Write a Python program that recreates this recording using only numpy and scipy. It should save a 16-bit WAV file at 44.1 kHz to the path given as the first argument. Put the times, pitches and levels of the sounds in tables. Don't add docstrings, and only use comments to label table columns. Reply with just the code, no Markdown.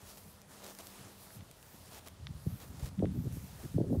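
import sys
import numpy as np
from scipy import signal
from scipy.io import wavfile

SR = 44100
rng = np.random.default_rng(int(sys.argv[2]) if len(sys.argv) > 2 else 0)


def inscribe(sig):
    pcm = np.round(np.clip(np.atleast_2d(sig).T, -1, 1) * 32767)
    wavfile.write(sys.argv[1], SR, pcm.astype(np.int16))


N = 176400
TIME = np.arange(N) / SR


def from_db(db):
    return 10 ** (np.asarray(db) / 20)


def unit_rms(x):
    return x / np.sqrt(np.mean(x ** 2) + 1e-20)


def in_time(rows):
    return np.interp(TIME, *np.transpose(rows))


def filtered(x, hz, kind, order=2):
    sos = signal.butter(order, np.clip(hz, 10, .45 * SR), kind, fs=SR, output="sos")
    return signal.sosfilt(sos, x + 1e-18)


def drift(per_s):
    knots = rng.standard_normal(600)
    return np.interp(TIME * per_s, np.arange(len(knots)), knots)


def grains(per_s, spread_db, size):
    strength = from_db(spread_db * np.minimum(rng.exponential(1, size), 5))
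    return (rng.random(size) < per_s / SR) * strength * rng.choice([-1, 1], size)


def coloured(sources, spectrum, tilt_db=0, patchy_db=0):
    edges = 30 * 2 ** np.arange(0, 9.6, .5)
    points_hz, levels = np.transpose(spectrum)
    out = 0
    for k, (low, high) in enumerate(zip(edges, edges[1:])):
        if high < points_hz[0]:
            continue
        hz = np.sqrt(low * high)
        db = np.interp(np.log(hz), np.log(points_hz), levels) + tilt_db * np.log2(hz)
        if patchy_db:
            db = db + patchy_db * drift(16)
        out = out + from_db(db) * filtered(sources[k % 2], [low, high], "band")
    return unit_rms(out)


def burst(x, length_s, edge_s):
    t = TIME[:len(x)]
    ramp = np.clip(np.minimum(t, length_s + edge_s - t) / edge_s, 0, 1)
    x = x * np.sin(np.pi / 2 * ramp) ** 2
    return x / np.sqrt(np.sum(x ** 2) / (length_s * SR) + 1e-20)


def add(out, start_s, x):
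    i = int(np.clip(start_s * SR, 0, N - 1))
    out[i:i + len(x)] += x[:N - i]


# (frequency [Hz], relative spectral level [dB])
AIR_SPECTRUM = [(30, 13.5), (70, -2.5), (190, 0.5), (300, -9.5), (500, -2), (1000, -8), (2000, -20),
                (4000, -30), (9000, -42.5), (16000, -58)]
# (time [s], level [dB])
HUM_LEVEL = [(0, -67.5), (.45, -69), (.65, -63.5), (1.25, -67), (1.6, -88), (4, -68)]


def field():
    air = from_db(-64) * coloured(rng.standard_normal((2, N)), AIR_SPECTRUM)
    hum_hz = 198.6 + 5 * drift(20)
    hum = np.sqrt(2) * np.sin(2 * np.pi * np.cumsum(hum_hz) / SR)
    return air + from_db(in_time(HUM_LEVEL)) * hum


# (frequency [Hz], relative spectral level [dB])
BODY_SPECTRUM = [(300, 8), (700, 4.5), (1200, 3), (2200, -1.5), (4000, -1.5), (6000, -4), (9000, -4.5),
                 (16000, -50)]
TIP_SPECTRUM = [(4000, -3.5), (6000, -0.5), (8500, -2), (11500, 10), (16000, -5)]
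# (time [s], relative level [dB])
BODY_LEVEL = [(0, -62.5), (.1, -61), (.25, -64.5), (.47, -66.5), (.52, -57), (.75, -62), (.82, -60),
              (1.05, -57), (1.15, -63), (1.24, -60), (1.58, -66), (1.88, -61), (2.15, -66.5), (2.54, -62.5),
              (2.63, -61.5), (2.72, -63), (2.84, -61), (2.92, -65), (3.3, -63), (3.35, -62), (3.64, -59.5),
              (3.76, -64), (4, -68)]
TIP_LEVEL = [(0, -63.5), (.1, -56), (.2, -58), (.47, -71.5), (.51, -61), (.62, -61.5), (.68, -55),
             (.76, -59.5), (.81, -56.5), (1.17, -62.5), (1.23, -55), (1.29, -62), (1.35, -54.5), (1.4, -68),
             (1.68, -63), (1.95, -60), (2.2, -73), (2.5, -64), (2.63, -63), (2.72, -63.5), (2.87, -62),
             (2.91, -70), (3.09, -74), (3.31, -64.5), (3.34, -54.5), (3.4, -58), (3.66, -59.5), (3.87, -67),
             (3.93, -61.5), (4, -65)]
SHEEN_LEVEL = [(0, -4), (.9, -2.5), (1.7, -4.5), (2.5, -1), (4, -2.5)]


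def swish(sheen_hz=11100):
    def brushing(spectrum):
        contacts = [grains(per_s=20000, spread_db=3, size=N) for _ in range(2)]
        return coloured(contacts, spectrum, patchy_db=1.62)

    body = from_db(in_time(BODY_LEVEL) + 1.5) * brushing(BODY_SPECTRUM)
    hiss = brushing(TIP_SPECTRUM)
    sheen = from_db(in_time(SHEEN_LEVEL)) * filtered(hiss, sheen_hz, "high", order=5)
    tips = from_db(in_time(TIP_LEVEL) - .5) * (filtered(hiss, sheen_hz, "low", order=5) + sheen)
    flutter = from_db(0.44 * drift(18))
    return flutter * (body + tips)


# (time [s], level [dB])
BREEZE_LEVEL = [(0, -64.5), (1.05, -65.5), (1.6, -64), (2.15, -59.5), (2.3, -54.5), (2.64, -54.5),
                (2.71, -46.5), (2.95, -48), (3.06, -39.5), (3.38, -45.5), (3.55, -50.5), (3.7, -48.5),
                (3.78, -38), (3.9, -38.5), (4, -39.5)]


def breeze(low_hz=70.4, octaves_per_db=0.1751, widen_above_db=-44.5):
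    db = in_time(BREEZE_LEVEL) + 2.5 * drift(70)
    edge_hz = 134.6 * 2 ** (octaves_per_db * np.maximum(db - widen_above_db, 0))
    bands = np.geomspace(25, 1600, 13)
    out, power = 0, 0
    for low, high in zip(bands, bands[1:]):
        hz = np.sqrt(low * high)
        treble_loss = (1 + (hz / edge_hz) ** 3) * (1 + (hz / edge_hz / 1.63) ** 10)
        bass_loss = 1 + (low_hz / hz) ** 7
        gain = 1 / np.sqrt(treble_loss * bass_loss)
        out = out + gain * unit_rms(filtered(rng.standard_normal(N), [low, high], "band", order=3))
        power = power + gain ** 2
    return out / np.sqrt(power) * from_db(db)


# (time [s], peak level [dB])
STALK_SNAPS = [(.017, -42.5), (.417, -41.5), (.641, -33), (0.645, -36), (.669, -43), (0.6982, -37),
               (0.75, -37), (.7878, -31), (0.793, -41), (0.809, -40), (.870, -32.5), (1.513, -36.5),
               (1.628, -38.5), (1.9825, -40), (2.084, -34), (3.325, -39)]


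def snaps(decay_s=0.0013):
    out, t = np.zeros(N), TIME[:SR // 20]
    for start_s, db in STALK_SNAPS:
        impulse = t == 0
        splinters = from_db(-11.5) * (t > 0) * rng.standard_normal(len(t)) * np.exp(-t / decay_s)
        crack = filtered(impulse + splinters, [1200, 15500], "band", order=1)
        add(out, start_s, from_db(db) * crack / np.abs(crack).max())
    return out


# (start [s], duration [s], level [dB], upper cutoff [Hz])
WIND_BUFFETS = [(.027, 0.055, -58, 112), (0.233, .067, -56.5, 195), (.99, 0.1, -56, 176),
                (1.355, 0.076, -49.5, 211), (1.742, 0.012, -51.5, 376), (2.201, 0.085, -47.5, 150),
                (2.293, 0.024, -40.5, 186), (2.348, 0.017, -43, 201), (2.462, .016, -32.5, 172),
                (2.484, .075, -41.5, 210), (2.827, 0.024, -33, 106), (2.976, 0.039, -33, 190),
                (3.028, 0.028, -28.5, 199), (3.066, 0.061, -36, 240), (3.144, .08, -36, 247),
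                (3.267, 0.0124, -33.5, 330), (3.325, 0.019, -37.5, 218), (3.63, 0.034, -41.5, 337),
                (3.744, 0.033, -28.5, 270), (3.8, 0.018, -27.5, 566), (3.833, 0.02, -43, 606),
                (3.898, 0.046, -32, 402), (3.974, .022, -30, 134)]


def buffets(edge_s=0.0052):
    out = np.zeros(N)
    for start_s, length_s, db, cutoff_hz in WIND_BUFFETS:
        pressure = filtered(rng.standard_normal(SR // 2), min(100, 0.59 * cutoff_hz), "high", order=3)
        pressure = filtered(pressure, 0.25 * cutoff_hz, "low", order=1)
        pressure = filtered(pressure, cutoff_hz, "low", order=6)
        settled = pressure[len(pressure) // 2:]
        add(out, start_s - edge_s / 2, from_db(db) * burst(settled, length_s, edge_s))
    return out


# (start [s], duration [s], level [dB], spectral tilt [dB/octave])
TUFT_TEARS = [(0.061, 0.075, -58, -0.5), (0.171, 0.018, -55, -2), (0.618, 0.11, -53.5, -4.5),
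              (0.791, 0.022, -51.5, -4.5), (1.911, 0.088, -54, -3), (2.061, .02, -51.5, -4),
              (2.598, 0.059, -56, -4), (2.782, 0.047, -57.5, -4.5), (2.824, 0.07, -53.5, -3),
              (3.595, 0.075, -58.5, -5.5)]
# (frequency [Hz], relative spectral level [dB])
FIBRE_SPECTRUM = [(200, -8.5), (500, 2), (1000, 2), (2000, -5), (4000, 0), (9000, 1), (16000, -0.5)]


def tears(edge_s=.006, size=8000):
    out = np.zeros(N)
    for start_s, length_s, db, tilt_db in TUFT_TEARS:
        fibre_breaks = [grains(per_s=3500, spread_db=4, size=size) for _ in range(2)]
        fibres = coloured(fibre_breaks, FIBRE_SPECTRUM, tilt_db)
        blade_breaks = grains(per_s=300, spread_db=3, size=size)
        blades = from_db(-5) * unit_rms(filtered(blade_breaks, [1500, 10000], "band", order=1))
        swell = from_db(5.5 * np.sin(np.pi * np.minimum(TIME[:size] / length_s, 1)))
        add(out, start_s - edge_s / 2, from_db(db) * burst(swell * (fibres + blades), length_s, edge_s))
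    return out


# (start [s], duration [s], level [dB], start frequency [Hz], end frequency [Hz])
BLADE_SLIDES = [(1.281, 0.12, -64.5, 10550, 11600), (1.62, 0.18, -68, 14700, 13000),
                (2.3, .41, -68, 8970, 15100), (3.097, .23, -67.5, 14100, 11850)]


def slides(half_width_hz=1600):
    out = np.zeros(N)
    for start_s, length_s, db, start_hz, end_hz in BLADE_SLIDES:
        hz = np.linspace(start_hz, end_hz, int(length_s * SR))
        in_phase, quadrature = filtered(rng.standard_normal((2, SR)), half_width_hz, "low")[:, :len(hz)]
        phase = 2 * np.pi * np.cumsum(hz) / SR
        hiss = in_phase * np.cos(phase) + quadrature * np.sin(phase)
        swell = np.sqrt(np.hanning(len(hz)))
        add(out, start_s, from_db(db) * unit_rms(swell * hiss))
    return out


# (time [s], gain [dB], upper cutoff [Hz])
HARD_CLICKS = [(1.305, -38, 2010), (1.408, -42, 3200), (2.2693, -29, 5140), (2.993, -38, 2940),
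               (3.055, -29.5, 2030)]
# (frequency [Hz], relative level [dB], time to decay by 60 dB [s])
CONTACT_MODES = [(1350, 4.5, 0.0013), (2030, -4, 0.006), (3580, -0.5, 0.0037), (5830, -11.5, 0.0066)]


def clicks(rebound_s=0.00258, rebound_db=-14.5):
    out, t = np.zeros(N), TIME[:SR // 20]
    ring = sum((-1) ** k * from_db(db - 60 * t / t60) * np.sin(2 * np.pi * hz * t)
               for k, (hz, db, t60) in enumerate(CONTACT_MODES))
    ring = filtered(ring, 1150, "high")
    for start_s, db, cutoff_hz in HARD_CLICKS:
        click = from_db(db) * filtered(ring, cutoff_hz, "low", order=3)
        add(out, start_s, click)
        add(out, start_s + rebound_s, from_db(rebound_db) * click)
    return out


# (start [s], peak level [dB], nominal start frequency [Hz])
TIGHT_EDDIES = [(2.464, -31.5, 510), (3.0232, -22, 807), (3.034, -27.5, 956), (3.043, -24.5, 792),
                (3.053, -32, 595), (3.171, -36.5, 710), (3.239, -37, 520), (3.0, -31, 600),
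                (3.781, -23.5, 883), (3.804, -28.5, 996), (3.903, -28.5, 774), (3.927, -25.5, 864),
                (3.965, -30.5, 770)]


def eddies(rise_s=0.0057, glide_s=0.00426, end_hz=109, wobble_octaves=0.21):
    out, t = np.zeros(N), TIME[:SR // 20]
    envelope = (t / rise_s * np.exp(1 - t / rise_s)) ** 2
    for start_s, db, start_hz in TIGHT_EDDIES:
        glide_hz = end_hz + (start_hz - end_hz) * np.exp(-t / glide_s)
        wobble = 2 ** (wobble_octaves * drift(540)[:len(t)])
        phase = 2 * np.pi * (np.cumsum(glide_hz * wobble) / SR + rng.random())
        add(out, start_s, from_db(db) * envelope * np.sin(phase))
    return out


def scene():
    continuous = field() + swish() + breeze()
    return (continuous + snaps() + buffets() + tears() + slides() + clicks() + eddies())[None]


def record(dry):
    dry = filtered(dry, 45.2, "high", order=4)
    return signal.sosfilt(signal.ellip(12, .1, 70, 15700, fs=SR, output="sos"), dry)


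dry = scene()
out = record(dry)
inscribe(out)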